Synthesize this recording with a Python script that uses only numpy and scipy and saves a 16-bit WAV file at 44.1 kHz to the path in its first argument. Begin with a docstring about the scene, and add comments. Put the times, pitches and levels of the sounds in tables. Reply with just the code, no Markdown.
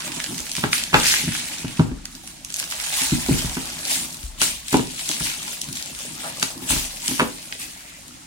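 """In a small room, thin plastic film is pulled off a cardboard box and crumpled, close to a two-channel microphone.
The film crackles in thousands of tiny damped swings, with a few loud snaps, drags and scuffs over the card.
The hollow box knocks on hands and table: short pushes, cracks and scrapes set its resonances ringing.
The table top shudders after the heavier knocks; room echoes and quiet filtered noise fill in behind."""
import sys
import numpy as np
from scipy import signal
from scipy.fft import rfft, irfft, next_fast_len
from scipy.io import wavfile
from scipy.ndimage import uniform_filter1d, map_coordinates

SR = 44100
rng = np.random.default_rng(int(sys.argv[2]) if len(sys.argv) > 2 else 0)


def dump_mix(stems):
    """Bounce the given channels to the path in sys.argv[1] as a 16-bit WAV at rate SR."""
    frames = np.atleast_2d(stems).T  # one column per channel
    limited = np.clip(frames, -1, 1)  # hard clip at full scale
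    pcm = np.round(limited * 32767).astype(np.int16)
    wavfile.write(sys.argv[1], SR, pcm)


N = 364265

# Resonances of the box walls and of its edges. Each row: pitch in Hz, width in Hz, relative level in dB.
WALLS = [(414, 41.4, -1.5), (500, 26.7, -4.95), (636, 73, -5.4), (808, 73, -2.4), (960, 130, -6)]
EDGE = [(1180, 710, -1), (1625, 360, 4), (2300, 1400, -2), (3270, 2600, -11.5)]
# Hands working the film all along. Each row: time in seconds, relative crackle level in dB,
# treble tilt in dB per octave, relative level in dB of slack folds dragging over the card.
HANDLING = [(0, -32, -4, -41), (.3, -34, -1, -48), (.6, -35, -1.5, -52), (.88, -42, -4, -55),
            (1.5, -31, -4, -48), (1.76, -40, -4, -52), (1.86, -60, -2, -55), (2.03, -60, 0, -55),
            (2.12, -45, 0, -56), (2.42, -53, -1, -60), (2.78, -34, -1.5, -48), (3.5, -32, -2, -43),
            (3.82, -35, -2.5, -46), (4.25, -40, 2, -54), (4.36, -51, -1, -55), (4.62, -50, -2, -59),
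            (4.9, -37, -2.5, -52), (5.4, -35, -2, -48), (5.6, -38, -1, -52), (6.36, -38, -2, -47),
            (6.55, -46, 0, -50), (6.92, -37, -1, -50), (7.5, -40, -1, -52), (8.26, -50, 0, -54)]


def amp(db):
    """Turn decibels into a plain factor."""
    return 10 ** (np.asarray(db) / 20)


def unit(x):
    """Scale a sound to an rms (average strength) of 1."""
    return x / np.sqrt(np.mean(x ** 2) + 1e-20)


def along(points, hz):
    """Read a curve of (Hz, value) points on a logarithmic pitch axis."""
    f, v = np.transpose(points)
    return np.interp(np.log(hz + 1), np.log(f + 1), v)


def curves(rows, t):
    """Read each column after the time, at times t, with straight lines between rows."""
    s, *cols = np.transpose(rows)
    return [np.interp(t, s, c) for c in cols]


def wobble(rate):
    """A smooth random curve with `rate` random points a second."""
    knots = rng.standard_normal(int(N * rate / SR) + 4)
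    return map_coordinates(knots, [np.arange(N) * rate / SR])


def filtered(x, response):
    """Multiply the spectrum of x by a response, given as a function of frequency."""
    m = next_fast_len(N + SR)
    return irfft(rfft(x, m) * response(np.fft.rfftfreq(m, 1 / SR)), m)[..., :N]


def modes(table):
    """Response of a set of damped resonances, added with alternating sign."""
    def response(f):
        total = 0
        for k, (centre, width, db) in enumerate(table):
            damping = 1j * f * width
            total = total + (-1) ** k * amp(db) * damping / (centre * centre - f * f + damping)
        return total
    return response


def air():
    """The still room: coloured noise, near mono in the bass and less alike between channels in the treble."""
    # Colour of the quiet room. Each row: frequency in Hz, relative level in dB per Hz.
    air_colour = [(15, -37), (25, 6), (145, 4.5), (301, 4), (591, -46), (962, -13), (1100, -17),
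                  (2110, -5.5), (7310, -6.5), (9320, -10), (16000, -26)]

    def response(hz):
        return amp(along(air_colour, hz)) * np.array([np.ones_like(hz), hz / (hz + 500)])

    mid, side = filtered(rng.standard_normal((2, N)), response)
    return amp(-46.5) * unit(np.array([mid + side, mid - side]))


def room(x):
    """The walls answer with decaying noise; the source moves, so each moment hears another of several tails."""
    # How fast the echoes fade. Each row: frequency in Hz, time in seconds to fall by 60 dB.
    fade_times = [(100, 0.33), (400, 0.38), (1500, 0.24), (5000, 0.23), (14000, 0.15)]
    hz, t, z = signal.stft(rng.standard_normal((6, 2, SR // 3)), SR, nperseg=256)
    fading = amp(-60 * t / along(fade_times, hz)[:, None])
    tails = signal.istft(z * fading, SR, nperseg=256)[1]
    turn = np.arange(N) / SR / .03  # the next tail takes over every 30 ms
    wet = 0
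    for k, tail in enumerate(tails):
        share = np.sqrt((1 - np.abs((turn - k) % len(tails) - 1)).clip(0))
        delayed = np.pad(x * share, (150, 0))[None]  # the echo starts 150 samples late
        wet = wet + signal.oaconvolve(delayed, tail / np.linalg.norm(tail[0]), axes=1)[:, :N]
    return wet


def knocks():
    """Split each knock's strength over the parts: rows of time, big panels, small panels, walls, edge, table."""
    # Knocks of the box. Each row: time in seconds, relative push in dB, share on the small panels (0-1),
    # relative crack in dB, share on the edge (0-1).
    knock_rows = [(.165, -32, .7, -37, .25), (.394, -36, .8, -41, .7), (.578, -27, .2, -32, .7),
                  (.635, -17.5, .2, -17, .75), (.927, -29, .3, -23, .5), (.939, -14.5, .1, -5, .75),
                  (.963, -22, .95, -30, .7), (1.237, -26.5, .15, -45, .8), (1.274, -18, .2, -45, .3),
                  (1.644, -21.5, .2, -37, .4), (1.792, -6.5, .2, -18, .2), (1.912, -27.5, .95, -43, .6),
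                  (3.014, -32, .6, -34, .8), (3.12, -12, .3, -40, .7), (3.286, -14.5, .99, -29, .15),
                  (3.31, -11, .07, -36, .3), (3.444, -21, .03, -36, .7), (3.566, -24.5, .75, -29, .5),
                  (4.414, -31, .45, -20.5, .93), (4.726, -22, .7, -26, .5), (4.739, -11, .83, -12, .1),
                  (4.791, -19, .1, -27, .5), (5.092, -31, .65, -35, .5), (5.205, -27.5, .15, -34, .6),
                  (5.684, -29, .02, -45, .8), (6.425, -28, .45, -23, .85), (6.557, -36, .8, -48, .3),
                  (6.618, -34, .8, -44, .3), (6.701, -27, .45, -24, .7), (6.724, -25, .6, -33, .5),
                  (6.76, -27, .2, -32, .8), (7.084, -29, .6, -35, .9), (7.11, -24, .75, -33, .5),
                  (7.193, -27, .5, -14, .7), (7.201, -33, .5, -16, .6), (7.213, -17, .93, -19, .3)]
    # The box weighs down on the table top. Each row: time in seconds, relative level in dB.
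    bump_rows = [(.394, -42), (.963, -31), (1.912, -27.5), (3.286, -27), (3.444, -26), (4.235, -25.5),
                 (5.205, -36), (6.705, -27), (6.76, -29)]
    s, push, small, crack, edge = np.transpose(knock_rows)

    def part(db, share):
        return db + 10 * np.log10(share.clip(.01, 1))

    rows = [s, part(push, 1 - small), part(push, small),
            part(crack, 1 - edge), part(crack, edge),
            push - 21]  # what the table top gets of each push, before the box's own part levels
    bumps = [(at, -120, -120, -120, -120, db) for at, db in bump_rows]  # -120 dB: next to nothing
    return list(np.transpose(rows)) + bumps


def box():
    """Each knock is a soft push into panels and table, a crack and scrape into walls and edges; hands rub."""
    # Resonances of big panels, small panels and table top.
    # Each row: pitch in Hz, width in Hz, relative level in dB.
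    big_panels = [(102, 40, -6), (116, 18.3, 2), (153.2, 47.5, 1.5)]
    small_panels = [(252, 20.8, 4.5), (298.4, 21.3, 1.5), (343, 60, -3.5)]
    table_top = [(34.7, 2.7, 0), (58.6, 7.5, 0)]
    # Hands shifting on the box. Each row: time in seconds, relative rub level in dB, table shudder in dB.
    grip_rows = [(0.0, -46.5, -61), (1.01, -43, -52), (2.85, -53, -55), (3.38, -42, -35), (3.84, -45, -55),
                 (4.23, -52.5, -50), (5.29, -43, -55), (6.83, -49, -57), (8.26, -55.5, -61)]
    parts = np.zeros((2, 5, N + SR))
    t = np.arange(-512, 2048) / SR
    soft = np.exp(-(t - .002) ** 2 / 0.00071 ** 2)
    crack = 8 * np.exp(-(t - .004) ** 2 / .00006 ** 2)

    def scrape(fall):
        """Noise of random signs that rises in about 4 ms and dies away over `fall` seconds."""
        envelope = np.exp(-np.maximum((.003 - t) / .004, (t - .003) / fall))
        return np.sign(rng.standard_normal(len(t))) * envelope

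    part_db = [15.1, 18.1, 13, 6.8, 26.3]
    facing_db = np.outer([.5, -.5], [1, -0.6, -1.4, -2.3, 2.8])  # each part faces its own way
    for s, *db in knocks():
        small_push = soft * np.sign(rng.standard_normal())  # inward or outward
        push = [soft, small_push, crack + scrape(0.018), crack + scrape(0.012), soft]
        level_db = np.add(db, part_db) + facing_db
        slot = parts[..., round(s * SR) - 512:][..., :len(t)]
        slot += amp(level_db)[..., None] * push
    bodies = (big_panels, small_panels, WALLS, EDGE, table_top)
    *card, table = [filtered(parts[:, k, :N], modes(body)) for k, body in enumerate(bodies)]

    rub_db, shudder_db = curves(grip_rows, np.arange(N) / SR)
    noise = rng.standard_normal((3, N))
    rub = amp(4.5 * wobble(12)) * filtered(noise[0], modes(big_panels + small_panels))
    rub = amp(rub_db) * unit(rub)
    shudder = noise[1] + 0.65 * noise[2] * [[1], [-1]]  # the channels shake a little apart
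    shudder = amp(1.2 * wobble(5)) * filtered(shudder, modes(table_top))
    shudder = amp(shudder_db) * unit(shudder)
    return sum(card) + rub, table + shudder


def creases(s, db, hz, cycles, spread_ms, size):
    """Each buckling crease is a short damped swing, in or out, reaching both channels from its own spot."""
    # Where the film is. Each row: time in seconds, left above right in dB, left behind right in ms.
    place_rows = [(0, -3, -0.13), (1, 0, .15), (2.5, -1.8, -0.18), (3.5, -0.2, -0.14), (4.5, 2, -.28),
                  (6.5, 2, -0.24), (8.26, 0, -0.42)]
    turns = hz[:, None] * np.arange(size) / SR
    spot = rng.standard_normal((len(s), 3))
    envelope = turns / cycles * np.exp(1 - turns / cycles)
    swing = np.sign(spot[:, 2:]) * np.sin(2 * np.pi * turns) * envelope
    pan_db, lag_ms = curves(place_rows, s)
    pan_db = pan_db + 1.5 * spot[:, 0]
    lag = (lag_ms + spread_ms * spot[:, 1]) / 1000
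    channels = []
    for side in (.5, -.5):  # left, then right
        start = np.round((s + side * lag) * SR).astype(int).clip(0)
        at = start[:, None] + np.arange(size)
        pieces = amp(db + side * pan_db)[:, None] * swing
        channels.append(np.bincount(at.ravel(), pieces.ravel(), N + SR)[:N])
    return np.array(channels)


def crackle(count, low_hz, high_hz, colour, scatter_db, patchy_db, cycles, size):
    """A dense clumpy shower of creases, many small and few large, evened out to a running rms of about 1."""
    u = rng.random((count, 3))
    s = u[:, 0] * N / SR
    hz = low_hz * (high_hz / low_hz) ** np.sqrt(u[:, 1])  # small creases outnumber large ones
    clump_db = 2.2 * wobble(28) + 0.7 * wobble(120)
    # patches of film of one size go off together
    patch_grid = rng.standard_normal((400, 40))
    patch = map_coordinates(patch_grid, [30 * s, 3.51 * np.log2(hz / low_hz)], mode="wrap")
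    cycles = cycles * (hz / low_hz) ** .4  # small creases swing more often
    db = colour(s, hz) + 20 * np.log10(hz) - 10 * np.log10(cycles) - 5 * np.log10(u[:, 1] + .01)
    db = db - scatter_db * np.log(u[:, 2] + 0.0049)  # a few creases stand out
    db = db + patchy_db * patch + clump_db[(s * SR).astype(int)]
    shower = creases(s, db, hz, cycles[:, None], spread_ms=.12, size=size)
    power = uniform_filter1d((shower ** 2).mean(0), size=3000)
    return shower / np.sqrt(np.abs(power) + 1e-20)


def crumple(t):
    """Level of the crackle in dB: the power of the steady handling plus that of every tug."""
    # Tugs at the film, each a swell, a hold and a release.
    # Each row: peak time in seconds, relative level in dB, swell in seconds per 20 dB, hold in seconds.
    tug_rows = [(.57, -30, .05, .02), (.73, -21, .03, .003), (.78, -28, .03, .003), (.945, -28, .03, .05),
                (1.07, -17, .15, .05), (1.18, -25, .1, .02), (1.33, -28, .1, .04), (1.78, -36, .1, .005),
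                (2.28, -40, .1, .01), (2.59, -31, .12, .01), (2.71, -34, .05, .01), (3.0, -22, .35, .04),
                (3.12, -30, .1, .03), (3.34, -27, .35, .05), (3.91, -21.5, .12, .05),
                (4.416, -19, .03, .025), (4.73, -25, .09, .01), (4.99, -31, .06, .01),
                (5.09, -27, .12, .04), (5.2, -26, .03, .09), (5.49, -31, .15, .02), (5.76, -33, .04, .02),
                (5.995, -32, .02, .02), (6.24, -33, .15, .02), (6.43, -27, .06, .01), (6.63, -35, .05, .05),
                (6.7, -18.5, .035, .015), (6.79, -27.5, .1, .03), (7.07, -27, .12, .05),
                (7.16, -31, .05, .03), (7.6, -33, .05, .02)]
    release_db_per_s = 135
    power = amp(curves(HANDLING, t)[0]) ** 2
    for s, db, swell, hold in tug_rows:
        before_db = 20 * (s - t).clip(0) / swell
        after_db = release_db_per_s * (t - s - hold).clip(0)
        power = power + amp(db - before_db - after_db) ** 2
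    return 10 * np.log10(power)


def fizz():
    """The fine crackle of the film: tight film crackles higher than slack, so the treble tilts over time."""
    # Colour of the crackle. Each row: frequency in Hz, relative level in dB per Hz.
    film_colour = [(710, -39), (1200, -37.5), (1830, -5.5), (2000, -6.5), (2980, -5), (3400, -5.5),
                   (4360, -5), (5300, -5.5), (9010, -2), (11000, -6), (16000, -7)]

    def colour(s, hz):
        return along(film_colour, hz) + curves(HANDLING, s)[1] * np.log2(hz / 5500)

    return crackle(count=50000, low_hz=1530, high_hz=16160, colour=colour,
                   scatter_db=.9, patchy_db=1.8, cycles=1.2, size=64)


def drag():
    """Slack folds dragging over the card: a sparser, lower crackle that gets weaker with pitch."""
    return crackle(count=8000, low_hz=509, high_hz=1940, colour=lambda s, hz: -5 * np.log2(hz),
                   scatter_db=3.5, patchy_db=2.0, cycles=1.9, size=192)


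def scuffs():
    """A fold of film scuffs along the card: 200 creases near one pitch, spread over a short stretch."""
    # Each row: start in seconds, length in seconds, relative level in dB of each crease, pitch in Hz.
    scuff_rows = [(2.965, .09, -46, 1000), (6.232, 0.048, -45, 760), (6.235, .045, -42, 1500),
                  (7.59, 0.05, -46, 2350), (7.741, .23, -47.5, 2270)]
    u = rng.random((len(scuff_rows), 200, 2))
    s, length, db, hz = np.transpose(scuff_rows)[:, :, None]
    times = s + length * u[..., 0]
    pitch = hz * 2 ** (0.6 * u[..., 1] - .3)
    return creases(times.ravel(), np.repeat(db, 200), pitch.ravel(), 1.4, spread_ms=0.068, size=512)


def snaps(s, db, hz):
    """A snap is a run of buckles of all sizes around its pitch, over about 4 ms, strongest near the middle."""
    count = 24  # buckles in each snap
    s, db, hz = (np.repeat(v, count) for v in (s, db, hz))
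    chance = rng.random((len(s) // count, 2, count))
    step = np.tile(np.arange(count), len(chance))
    octaves = 3.44 * ((step + chance[:, 0].ravel()) / count - .6)
    late = chance[:, 1].ravel() - .55
    pitch = hz * 2 ** octaves
    db = db - 6 - 3.23 * octaves ** 2 + 4.3 * octaves  # strongest a little above the named pitch
    db = db - 22 * np.abs(late) - 20 * np.log2(pitch / 10500).clip(0)
    return creases(s + .0008 + .004 * late, db, pitch.clip(500, 16000), 1.13, spread_ms=0.047, size=96)


def near_snaps():
    """The single snaps: listed loud creases, and 400 random small ones that follow the crumpling's strength."""
    # Loud creases. Each row: time in seconds, relative level in dB, pitch in Hz.
    snap_rows = [(0.1186, -17, 4140), (0.2008, -14, 2840), (0.2412, -9, 4820), (0.3446, -20, 4970),
                 (0.3802, -11, 7400), (0.39, -13, 7700), (0.4034, -10, 8200), (0.4934, -18, 6000),
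                 (0.516, -7, 8360), (0.5524, -13, 4680), (0.5657, -9, 4700), (0.7305, -2, 2830),
                 (0.7804, -7, 7450), (0.837, -6, 6650), (0.9435, -1, 2860), (0.9994, -6, 6300),
                 (1.0334, -10, 2630), (1.059, -9, 9500), (1.067, -3, 5230), (1.0855, -5, 5800),
                 (1.098, -6, 9000), (1.1384, -8, 2300), (1.3207, -15, 3800), (1.3503, -16, 2800),
                 (1.7712, -22, 3620), (2.0547, -12, 5970), (2.1514, -18, 8300), (2.2747, -15, 7300),
                 (2.4477, -11, 8500), (2.5023, -17, 4730), (2.5237, -15, 9250), (2.5416, -6, 7400),
                 (2.5615, -13, 6500), (2.567, -9, 9700), (2.5864, -13, 5900), (2.5925, -10, 7500),
                 (2.598, -3, 6800), (2.626, -17, 3000), (2.64, -17, 4500), (2.7016, -13, 8750),
                 (2.711, -13, 6000), (2.722, -14, 3000), (2.7998, -13.5, 3720), (2.8374, -15, 3600),
                 (2.9714, -7, 8760), (3.018, -7, 5000), (3.5522, -13, 5610), (3.8521, -8, 7000),
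                 (3.908, -13, 6100), (4.0555, -16, 9000), (4.127, -17, 8000), (4.144, -18, 6500),
                 (4.17, -21, 7000), (4.4158, -1, 5500), (4.4225, -6, 4200), (4.4315, -2, 5340),
                 (4.439, -6, 6690), (4.6828, -11, 6900), (4.727, -6.5, 8360), (4.769, -9, 6000),
                 (4.993, -17, 2900), (5.0906, -3.5, 7400), (5.114, -10, 3700), (5.2013, -14, 7100),
                 (5.6153, -2, 9600), (5.642, -17, 8000), (5.7283, -7, 9600), (5.7548, -19, 4950),
                 (5.771, -16, 5000), (5.8256, -12, 7380), (5.859, -14, 8500), (5.9893, -13, 9400),
                 (6.3975, -9, 9100), (6.4104, -15, 10200), (6.419, -16, 4000), (6.426, -9, 3000),
                 (6.4284, 1, 6500), (6.5777, -19.5, 7260), (6.7005, -8, 6230), (7.0799, -1, 6540),
                 (7.1094, -14, 7390), (7.5245, -15, 2410), (8.081, -21, 8300)]
    u = rng.random((400, 3))
    s = u[:, 0] * N / SR
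    around_db = .5 * (crumple(s) + curves(HANDLING, s)[0])
    small = snaps(s, around_db + 8 + 8 * u[:, 1], 3800 * 2.6 ** u[:, 2])
    return small + snaps(*np.transpose(snap_rows))


def film():
    """The film buckles as it is pulled: gives the spread-out crackle and the near, single snaps."""
    t = np.arange(N) / SR
    level_db = np.interp(t, t[::32], crumple(t[::32]))
    steady_db, _, drag_db = curves(HANDLING, t)
    drag_db = drag_db + .45 * (level_db - steady_db)  # tugs strengthen the drag too, by fewer dB
    spread = amp(level_db) * fizz() + amp(drag_db) * drag() + scuffs()
    return spread, near_snaps()


def scene():
    """Film, box and table sound directly, with the room's answer and the still air around them."""
    (spread, near), (card, table) = film(), box()
    card += amp(-8) * filtered(near, modes(WALLS + EDGE))  # snaps pass into the walls of the box
    dry_mix = amp(-1.0) * spread + amp(-3.5) * near + amp(-6) * card
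    left, right = room(dry_mix.mean(0))
    # long waves reach both channels alike
    side = filtered((left - right) / 2, lambda hz: hz ** 2 / (hz ** 2 + 130 ** 2))
    echo = (left + right) / 2 + side * [[1], [-1]]
    card[0] = np.pad(card[0], (8, 0))[:N]  # the box sits a little off the middle
    return spread + near + card + table + echo + air()


def record(dry):
    """The loudest peaks are rounded off, the top treble is lowered and the deepest bass is weakened."""
    top_hz, shelf_hz, shelf_db = 15950, 11600, -5  # treble is lower above shelf_hz and absent from top_hz
    rounded = dry / (1 + np.abs(dry / .85) ** 4) ** .25

    def response(hz):
        shelf = amp(shelf_db / (1 + (shelf_hz / (hz + 1)) ** 20))
        bass_cut = hz ** 2 / (hz ** 2 + 15 ** 2)
        return (hz < top_hz) * shelf * bass_cut

    return filtered(rounded, response)


dry = scene()
out = record(dry)
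dump_mix(out)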